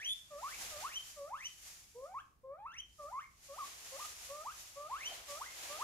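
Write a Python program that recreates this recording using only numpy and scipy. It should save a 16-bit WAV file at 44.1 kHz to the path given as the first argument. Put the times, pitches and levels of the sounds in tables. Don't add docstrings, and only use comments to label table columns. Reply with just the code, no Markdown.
import sys
import numpy as np
from scipy import signal
from scipy.fft import rfft, irfft, next_fast_len
from scipy.io import wavfile
from scipy.ndimage import uniform_filter1d, map_coordinates

SR = 44100
rng = np.random.default_rng(int(sys.argv[2]) if len(sys.argv) > 2 else 0)


def store_wav(level_fs):
    pcm = np.round(np.clip(np.atleast_2d(level_fs), -1, 1) * 32767)
    wavfile.write(sys.argv[1], SR, pcm.T.astype(np.int16))


N = 257400
TIME = np.arange(N) / SR

# [f/Hz, density level/dB before the rumble is scaled as a whole]
RUMBLE_COLOUR = [(20, -9), (35, -3), (55, 1), (95, -3), (150, -8.5), (250, -15.5), (450, -20.5),
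                 (1000, -24), (3000, -33), (15000, -35)]
# [f/Hz, correlation -1 to 1]
LIKENESS = [(40, 0.88), (300, 0.65), (700, 0.14), (1400, -0.27), (2500, 0.15), (5000, 0.0036),
            (15000, 0.062)]
# [start t/s, time constant of the lift t/s,
#  (hum, shelf, yelp, climb, whistle) lengths t/s,
#  (onset, settled hum, end of lift, start of yelp, end of yelp, top of climb, ceiling of whistle) f/Hz,
#  effort in (hum, yelp, top) level/dB, extra second partial in the hum level/dB]
WHEEKS = [ (-.2, .02, (.119, 0, .04, .062, .096), (600, 570, 760, 1050, 1250, 2780, 3770), (0, 3, 2.8), 0),
          (.302, .027, (.116, 0, .033, .083, 0), (625, 504, 757, 1044, 1200, 2760, 2760), (1.2, 1.5, .5),
          -5), (.7, .025, (.129, 0, .034, .054, .05), (679, 510, 820, 1080, 1460, 2780, 3450), (0, 2.5, .5),
          -5), (1.16, .032, (.151, 0, .031, .082, .033), (614, 509, 820, 980, 1368, 2800, 3500),
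          (1, 2.5, 1.5), -5.5), (1.945, .02, (.127, .06, .022, .04, 0),
          (455, 540, 680, 1052, 1110, 1780, 1780), (1.5, .5, -3.5), -3.5),
          (2.432, .04, (.158, .062, .04, .066, .032), (520, 520, 790, 1320, 1350, 2860, 3560),
          (-.5, .5, -3), -2.5), (2.982, .027, (.127, 0, .058, .036, .025),
          (627, 522, 760, 980, 1129, 2080, 2500), (-.5, 1.4, -5.5), 1),
          (3.482, .026, (.091, 0, .033, .035, 0), (567, 488, 800, 1290, 1074, 1200, 1200), (-3.5, -1, -2),
          -1), (3.912, .015, (.074, 0, .037, .014, 0), (529, 508, 790, 1199, 1196, 1255, 1255),
          (-2, -4, -4.5), -2), (4.286, .014, (.168, 0, .02, .038, 0),
          (528, 617, 840, 1140, 1272, 1700, 1700), (-.5, 1.7, -2), 0),
          (4.755, .016, (.138, 0, .037, .093, .043), (553, 600, 740, 980, 1170, 2760, 3480), (-.5, 3, 1.5),
          1.5), (5.278, .028, (.124, 0, .005, .034, .03), (590, 540, 763, 1176, 1255, 1990, 2400),
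          (-1.5, .6, 1.5), 2), (5.688, .018, (.112, 0, .005, .036, 0),
          (564, 606, 872, 1112, 1222, 1686, 1686), (0, 2.1, 0), .5), ]
# [pitch f/Hz, fundamental level/dB before effort, second partial re fundamental level/dB before the nasal extra]
VOICE = [(480, -50.5, -10.6), (560, -48.5, -4.7), (610, -53, 3.8), (670, -61, 1), (780, -54, -18),
         (900, -49.5, -25), (1050, -42.5, -24), (1250, -43.5, -20), (1380, -54.5, -6), (1700, -58.5, -7),
         (2100, -53.5, -24), (2600, -52, -22), (2900, -51, 4), (3020, -44.5, -1), (3130, -40.5, -15),
         (3500, -40, -19)]
# [pitch f/Hz, third partial re fundamental level/dB before the throat colours it]
BUZZ = [(480, -50), (600, -23.5), (800, -21.5), (1100, -44), (1400, -20), (1800, -7), (2200, -19.5),
        (3000, -24), (3500, -13.5)]
# [f/Hz, level/dB]
THROAT = [(1500, -2.5), (1800, -1), (2300, 0.5), (2800, -11), (4000, -3), (4800, -24), (5500, -3),
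          (6100, 7.5), (7300, -22), (8200, -8), (9100, -5), (10700, -3), (14000, -6)]
# [pitch f/Hz, strain 0 to 1]
STRAIN = [(600, 0), (750, .5), (1100, .2), (1500, 1), (2600, 1), (3100, .4)]
# [f/Hz, re direct sound level/dB before the direct sound's own trim]
CAGE_ECHO = [(400, -13), (1100, -15), (2000, -8), (3200, -19.5), (6000, -16), (14000, -17)]
# [f/Hz, re direct sound level/dB before the direct sound's own trim]
ROOM_ECHO = [(400, -20.5), (600, -10.5), (1100, -11.5), (2000, -3), (3200, -8), (6000, -15), (14000, -13)]
# [peak t/s, swell by 20 dB t/s, fade by 20 dB t/s,
#  level/dB before the overall rubbing gains, weight of the hollow low part level/dB]
STROKES = [(.04, .2, .13, -62, 7), (.186, .4, .17, -57, -15), (.516, .3, .11, -49, -2),
           (.625, .2, .37, -43, 0), (.823, .16, .35, -48, 2), (1.07, .21, .32, -49.5, -13),
           (1.462, .16, .37, -55, -14), (1.681, .24, .34, -50.4, -7), (2.042, .5, .27, -64, -21),
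           (2.19, .2, .14, -72, -12), (3.03, .25, .49, -60.4, -12), (3.45, .12, .9, -56.5, -7),
           (3.675, .26, .28, -50, 1), (3.866, .27, .33, -50.6, -1), (4.05, .36, .27, -45, -2),
           (4.23, .16, .58, -48.5, -3), (4.606, .27, .42, -49.6, -5), (5.151, .45, .24, -49, 4.5),
           (5.309, .07, .27, -45, -1), (5.637, .46, .8, -46.8, 1), (5.813, .47, .21, -49, 5)]
# [f/Hz, density level/dB before scaling as a whole]
FRICTION = [(300, -32), (1000, -11.5), (2000, -4.5), (4000, -4.5), (5500, 0.5), (7100, 2), (8000, -4),
            (11000, -4.5), (13500, -8), (15500, -21.5)]
# [f/Hz, density level/dB before scaling as a whole]
HOLLOW = [(150, -24), (270, -12), (450, -7.5), (720, -1.5), (950, -3.5), (1500, -4), (2800, -3),
          (4500, -6.5), (8000, -32.5)]
# [peak t/s, pitch f/Hz, bandwidth f/Hz, peak level/dB, length t/s]
HOOTS = [(5.121, 723, 90, -56, 0.019), (5.172, 680, 90, -67, 0.12)]

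MAINS_HZ, MAINS_DB = 60, -78.5
RUMBLE_DB, RUMBLE_WANDER_DB, RUMBLE_WANDER_HZ = -71.2, .6, 2.5
SWELL_S, SWELL_LENGTH_S, SWELL_DB = .68, .15, 6.5
SETTLE_S, LEAP_S = .06, .021
SHELF_HZ_PER_S, WHISTLE_RISE_S = 1900, .055
ATTACK_S, RELEASE_S, PUSH_S = .022, .006, .03
ROOM_T60_S = 0.38
CUTOFF_HZ = 15650


def from_db(db):
    return 10 ** (np.asarray(db) / 20)


def rms_one(x):
    return x / np.sqrt(np.mean(x ** 2) + 1e-20)


def at_hz(points, hz):
    table = np.array(points)
    return np.interp(np.log(np.maximum(hz, 1)), np.log(table[:, 0]), table[:, 1])


def follow(rows, at):
    first, *columns = np.transpose(rows)
    return [np.interp(at, first, column) for column in columns]


def drift(rate_hz, size):
    r = np.exp(-2 * np.pi * rate_hz / SR)
    noise = rng.standard_normal(size + SR // 2)
    wander = signal.lfilter([1], [1, -2 * r, r * r], noise)
    return rms_one(wander)[-size:]


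def stereo_noise(spectrum, size=N):
    padded = next_fast_len(size)
    hz = np.arange(padded // 2 + 1) * SR / padded
    alike = np.clip(at_hz(LIKENESS, hz), -1, 1)
    mid, side = rfft(rng.standard_normal((2, padded))) * from_db(at_hz(spectrum, hz))
    left_right = np.sqrt(1 + alike) * mid + np.sqrt(1 - alike) * side * [[1], [-1]]
    return irfft(left_right, padded)[:, :size] / np.sqrt(2)


def still_room():
    hum = from_db(MAINS_DB) * np.sqrt(2) * np.sin(2 * np.pi * MAINS_HZ * TIME)
    swell_db = SWELL_DB * np.exp(-((TIME - SWELL_S) / SWELL_LENGTH_S) ** 2)
    wander_db = RUMBLE_WANDER_DB * drift(RUMBLE_WANDER_HZ, N)
    rumble = from_db(RUMBLE_DB + swell_db + wander_db) * rms_one(stereo_noise(RUMBLE_COLOUR))
    return rumble + hum


def wheek_pitch(t, lengths_s, lift_s, pitches_hz):
    onset, settled, lifted, yelp, yelp_end, top, ceiling = pitches_hz
    ends = np.cumsum(lengths_s)
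    hum = settled + (onset - settled) * np.exp(-t / SETTLE_S)
    lift = np.expm1(np.minimum(t, ends[0]) / lift_s) / np.expm1(ends[0] / lift_s)
    shelf_end = lifted + SHELF_HZ_PER_S * lengths_s[1]
    glide = np.exp(np.interp(t, ends, np.log([lifted, shelf_end, yelp, yelp_end, top])))
    creep = (ceiling - top) * (1 - np.exp(-np.maximum(t - ends[-1], 0) / WHISTLE_RISE_S))
    return np.where(t < ends[0], hum + (lifted - hum) * lift, glide + creep)


def wheek(pitch, effort_db, nasal_db, jitter=0.004, waver=0.01, shimmer_db=1.0, strain_db=1.6, air_db=-24,
          upper_step_db=-5, rasp_db=2.0, frail_db=-20, count=5):
    size = len(pitch)
    t = np.arange(size) / SR
    strain, = follow(STRAIN, pitch)
    unsteady = 1 + (jitter + waver * strain) * drift(110, size)
    pitch = uniform_filter1d(pitch, size=300) * unsteady
    level_db, second_db = follow(VOICE, pitch)
    level_db = level_db + effort_db
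    second_db = second_db + nasal_db
    phase = 2 * np.pi * np.cumsum(pitch) / SR
    frailty = np.clip(second_db / frail_db, 0, 1)
    dropout_db = 2 * rasp_db * frailty * np.abs(drift(45, size))
    tone = np.sin(phase) + from_db(second_db - dropout_db) * np.sin(2 * phase)
    for k in range(3, count + 1):
        partial_db = at_hz(BUZZ, pitch) + upper_step_db * (k - 3) + at_hz(THROAT, k * pitch)
        tone += from_db(partial_db + rasp_db * drift(45, size)) * np.sin(k * phase)
    voiced = np.clip(np.minimum(t / ATTACK_S, (t[-1] - t) / RELEASE_S), 0, 1)
    air = from_db(air_db) * strain ** 2 * rng.standard_normal(size)
    flicker_db = (shimmer_db + strain_db * strain) * drift(90, size)
    return (np.sqrt(2) * tone + air) * voiced * from_db(level_db + flicker_db)


def guinea_pig():
    out = np.zeros(N)
    for start, lift_s, stages_s, pitches_hz, efforts_db, nasal_db in WHEEKS:
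        hum_s, shelf_s, yelp_s, climb_s, whistle_s = stages_s
        hum_db, yelp_db, top_db = efforts_db
        lengths_s = [hum_s, shelf_s, LEAP_S, yelp_s, climb_s]
        breaks, yelps, climbs, tops = np.cumsum(lengths_s)[1:]
        t = np.arange(int((tops + whistle_s) * SR)) / SR
        effort_db = np.interp(t, [breaks - PUSH_S, yelps, climbs, tops], [hum_db, yelp_db, yelp_db, top_db])
        nasal = np.interp(t, [breaks - PUSH_S, breaks], [nasal_db, 0])
        call = wheek(wheek_pitch(t, lengths_s, lift_s, pitches_hz), effort_db, nasal)
        at = int(start * SR) + np.arange(len(t))
        heard = (at >= 0) & (at < N)
        out[at[heard]] += call[heard]
    return out


def direct(voice, lag_s=0.0001, pan_db=0.3, level_db=-0.5):
    later = map_coordinates(voice, [np.arange(N) - lag_s * SR], order=3)
    return np.array([voice, later]) * from_db([[level_db + pan_db], [level_db - pan_db]])


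def echoes(voice, colour, t60_s, first_echo_s):
    t = TIME[:SR * 2 // 3]
    build_up = np.clip(t / first_echo_s - 1, 0, 1)
    decay = from_db(-60 * t / t60_s) * build_up
    response = stereo_noise(colour, size=len(t)) * decay / np.sqrt(np.sum(decay ** 2))
    return signal.fftconvolve(voice[None], response, axes=1)[:, :N]


def rubbing(friction_db=-2, hollow_db=-7.0, flutter_db=0.7):
    friction_power, hollow_power = np.zeros(N), np.zeros(N)
    for s, swell_s, fade_s, level_db, weight_db in STROKES:
        away_from_peak = np.maximum((s - TIME) / swell_s, (TIME - s) / fade_s)
        power = from_db(level_db - 20 * away_from_peak) ** 2
        friction_power += power
        hollow_power += power * from_db(weight_db) ** 2
    friction = from_db(friction_db) * np.sqrt(friction_power) * rms_one(stereo_noise(FRICTION))
    hollow = from_db(hollow_db) * np.sqrt(hollow_power) * rms_one(stereo_noise(HOLLOW))
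    return from_db(flutter_db * drift(25, N)) * (friction + hollow)


def hoots():
    out = np.zeros(N)
    for s, hz, width_hz, level_db, length_s in HOOTS:
        r = np.exp(-np.pi * width_hz / SR)
        resonance = [1, -2 * r * np.cos(2 * np.pi * hz / SR), r * r]
        ring = signal.lfilter([1, 0, -1], resonance, rng.standard_normal(N))
        swell = np.exp(-((TIME - s) / length_s) ** 2)
        out += from_db(level_db) * rms_one(ring) * swell
    return out


def scene():
    voice = guinea_pig()
    cage = echoes(voice, CAGE_ECHO, t60_s=0.17, first_echo_s=0.0035)
    room = echoes(voice, ROOM_ECHO, t60_s=ROOM_T60_S, first_echo_s=0.0047)
    return still_room() + direct(voice) + cage + room + rubbing() + hoots()


def record(dry):
    low_pass = signal.ellip(12, .1, 80, CUTOFF_HZ, fs=SR, output="sos")
    return signal.sosfilt(low_pass, dry)


dry = scene()
out = record(dry)
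store_wav(out)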